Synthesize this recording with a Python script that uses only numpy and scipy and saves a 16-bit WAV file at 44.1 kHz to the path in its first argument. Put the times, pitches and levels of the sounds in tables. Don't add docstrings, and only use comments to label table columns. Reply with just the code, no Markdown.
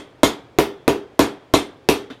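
import sys
import numpy as np
from scipy import signal
from scipy.fft import rfft, irfft
from scipy.io import wavfile
from scipy.ndimage import uniform_filter1d

SR = 44100
rng = np.random.default_rng(int(sys.argv[2]) if len(sys.argv) > 2 else 0)


def file_out(sig):
    cols = np.atleast_2d(sig).T
    lim = np.clip(cols, -1, 1)
    pcm = np.round(lim * 32767).astype(np.int16)
    wavfile.write(sys.argv[1], SR, pcm)


N = 97020
T = np.arange(N) / SR
HZ = np.fft.rfftfreq(N, 1 / SR)


def hammering():
    # start in seconds, level in dB, crack in dB, pitch of the thud as a ratio, upper thud in dB,
    # low bench ring in dB, high bench ring in dB, steel in dB, clack pitch in Hz, clack in dB,
    # echo treble in dB, treble cutoff in Hz. The dB values turn each part up or down for that blow.
    blows = [(-.115, -2, -2, 1, -5, -2, -7.5, 4, 2280, -2, 3, 13000),
             (.2326, 0, 5, 0.952, 4.5, 2, -9.5, -1.5, 2110, -10, 3.5, 12500),
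             (.5867, -1.5, 2.5, 1.102, 0, -7, 3.5, -18, 2050, -2, 1, 19000),
             (.8789, -1.5, 0.5, 1.096, -1, 5, 4.5, -11.5, 2460, -3.5, -4, 16200),
             (1.1926, 1, 2.5, 1.0, -1, 5.5, -1.5, -7, 1557, -4, 0.5, 13400),
             (1.5379, -0.5, 0, 0.99, 5.5, 5.5, -4, -1, 3270, -8.5, 3, 12400),
             (1.8886, -1.5, 6, 1.06, -12, 4.5, 2, -15, 2600, -0.5, 5, 13100)]
    shared_noise = rng.standard_normal(N)
    out = 0
    for (start, db, crack_db, pitch, upper_db, low_db, high_db,
         steel_db, clack_hz, clack_db, treble_db, cutoff_hz) in blows:
        contact = undb(crack_db) * crack() + undb(clack_db) * clack(clack_hz)
        thud = at(shoe_thud(pitch, upper_db), seconds=.0007)
        rings = bench_ring(low_db, high_db) + undb(steel_db) * steel_ring()
        echo = at(brighten(workshop_echo(shared_noise), treble_db), seconds=.0035)
        soften = signal.butter(3, cutoff_hz, fs=SR, output="sos")
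        blow = signal.sosfilt(soften, contact + thud + rings + echo)
        out = out + undb(db) * at(blow, start)
    return out


def crack():
    # frequency in Hz, relative level in dB.
    spectrum = [(300, 16.5), (1000, 12), (2000, -5), (3500, 4), (6000, -11), (10000, -11), (13500, -9),
                (16000, -16)]
    return undb(1.5) * colour(rng.standard_normal(N), spectrum) * fade(t60=.0088)


def clack(hz):
    trail = undb(-14) * cluster(hz, spread_hz=240) * fade(t60=.22)
    return undb(-7) * (tone(hz) * fade(t60=.027) + trail)


def shoe_thud(pitch, upper_db):
    # pitch in Hz, relative level in dB, fade time in seconds.
    notes = [(63.4, -31.5, 0.17), (137.7, -20.5, 0.036), (337, -0.5, 0.0053), (656, -5.5, 0.019),
             (825, -10.5, 0.02), (1080, -6, 0.015), (1380, -11, 0.02)]
    upper_above_hz, hold_cycles = 500, 2.2
    thud = 0
    for hz, db, t60 in notes:
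        gain = undb(db + upper_db * (hz > upper_above_hz))
        time_damped = np.maximum(T - hold_cycles / hz, 0)
        thud = thud + gain * tone(hz * pitch) * np.exp(-np.log(1000) * time_damped / t60)
    return thud * rise(seconds=.0012)


def bench_ring(low_db, high_db):
    # pitch in Hz, relative level in dB, fade time in seconds.
    notes = [(109, -24, .2), (284, -17, .28), (316, -26, .25), (400, -15.5, .36), (422, -19, .26),
             (458, -26, .22), (548, -22, .2), (622, -24, .18), (670, -27, .2), (974, -26, .18)]
    low_below_hz = 350
    ring = 0
    for hz, db, t60 in notes:
        gain = undb(db + (low_db if hz < low_below_hz else high_db))
        ring = ring + gain * tone(hz) * fade(t60)
    hollow_top = undb(-24.5 + high_db) * cluster(hz=410, spread_hz=70) * fade(t60=.44)
    return (undb(-1) * ring + hollow_top) * rise(seconds=.018)


def steel_ring():
    # middle pitch of a group of notes in Hz, relative level in dB, fade time in seconds.
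    groups = [(1310, -3, .18), (2110, -7, .25), (2580, -6, .2), (3150, -9, .27), (3370, -6, .24),
              (3570, -8, .24), (3945, -1, .15), (4325, -4, .16), (5240, -9, .18), (5790, -9, .17),
              (6200, -12, .2), (6748, -2, .17), (7510, -14, .24), (8820, -11, .23)]
    ring = sum(undb(db) * cluster(hz, spread_hz=37) * fade(t60) for hz, db, t60 in groups)
    return undb(-19.5) * ring * rise(seconds=.0013)


def workshop_echo(shared_noise):
    # frequency in Hz, relative level in dB, fade time in seconds.
    room_bands = [(40, -22.5, 0.084), (100, -4.5, 0.1), (190, -9.5, 0.46), (306, 7.5, 0.25),
                  (700, -3.5, 0.3), (1020, -4, 0.27), (1570, -14, 0.28), (3550, -14.5, 0.27),
                  (4810, -20, 0.25), (7400, -26, 0.23), (12600, -22.5, .18), (16000, -35, 0.23)]
    shelf_bands = [(104, -25, .7), (200, -4, 1), (405, 4, 0.74), (1050, -2, 0.85), (2000, 3, 0.4),
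                   (3020, -21, 0.74), (3180, 0, 0.63), (4320, -18, 0.61), (9150, -26, 0.26),
                   (16000, -33, 0.38)]
    share = .87
    noise = np.sqrt(share) * shared_noise + np.sqrt(1 - share) * rng.standard_normal(N)
    room = undb(-12) * fading_noise(rippled(noise), room_bands)
    shelves = undb(-34) * fading_noise(rippled(rng.standard_normal(N)), shelf_bands)
    return (room + shelves) * rise(seconds=.0017)


def rippled(noise):
    depth_db, width_hz, full_above_hz = 2.6, 70, 2500
    bins = int(width_hz / HZ[1])
    bumps = uniform_filter1d(uniform_filter1d(rng.standard_normal(len(HZ)), bins), bins)
    ripple_db = depth_db * bumps / np.std(bumps) * np.minimum(HZ / full_above_hz, 1)
    return irfft(rfft(noise) * undb(ripple_db), N)


def knock():
    # frequency in Hz, relative level in dB, fade time in seconds.
    echo_bands = [(100, -10, 0.14), (270, 5, 0.29), (504, 5.5, 0.1), (930, -7.5, 0.27), (1470, 1.5, 0.12),
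                  (2400, -10.5, 0.2), (3640, -4.5, 0.24), (4760, -17, 0.14), (8900, -33.5, 0.26),
                  (15000, -42, 0.19)]
    thump_seconds = .029
    thump = undb(-31) * tone(hz=269) * np.sin(np.pi * np.minimum(T / thump_seconds, 1))
    echo = undb(-31.5) * fading_noise(rippled(rng.standard_normal(N)), echo_bands)
    return thump + echo * rise(seconds=.0015)


def room_air():
    # frequency in Hz, relative level in dB.
    spectrum = [(25, -20), (38, -13), (55, -6.5), (90, -3.5), (130, 0.5), (200, -11.5), (300, -1),
                (600, -5.5), (1200, -16), (2200, -18.5), (5000, -30), (15000, -49)]
    return undb(-50) * colour(rng.standard_normal(N), spectrum)


def undb(db):
    return 10 ** (np.asarray(db) / 20)


def tone(hz):
    return np.sin(2 * np.pi * hz * T)


def fade(t60):
    return np.exp(-np.log(1000) * T / t60)


def rise(seconds):
    return 1 - np.exp(-T / seconds)


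def at(x, seconds):
    shift = int(round(seconds * SR))
    delay, skip = max(shift, 0), max(-shift, 0)
    return np.pad(x, (delay, skip))[skip:skip + N]


def look_up(hz, table, column):
    table = np.array(table, float)
    return np.interp(np.log(hz + 1e-9), np.log(table[:, 0]), table[:, column])


def colour(noise, spectrum):
    gain = undb(look_up(HZ, spectrum, column=1)) * (HZ > 22)
    x = irfft(rfft(noise) * gain, N)
    return x / np.std(x)


def fading_noise(noise, bands):
    hz, times, slices = signal.stft(colour(noise, bands), SR, nperseg=512)
    t60 = look_up(hz, bands, column=2)[:, None]
    return signal.istft(slices * np.exp(-np.log(1000) * times / t60), SR, nperseg=512)[1][:N]


def cluster(hz, spread_hz):
    bell_curve = np.exp(-.5 * ((HZ - hz) / spread_hz) ** 2)
    x = irfft(bell_curve * np.exp(2j * np.pi * rng.random(len(HZ))), N)
    return x / np.std(x)


def brighten(x, db, above_hz=3000):
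    treble = signal.sosfilt(signal.butter(1, above_hz, "high", fs=SR, output="sos"), x)
    return x + (undb(db) - 1) * treble


def scene():
    return (hammering() + at(knock(), seconds=2.1005) + room_air())[None]


def record(dry):
    hardness, top_hz = 3.1, 15900
    rounded = dry / (1 + np.abs(dry) ** hardness) ** (1 / hardness)
    return signal.sosfilt(signal.ellip(8, .2, 70, top_hz, fs=SR, output="sos"), rounded)


dry = scene()
out = record(dry)
file_out(out)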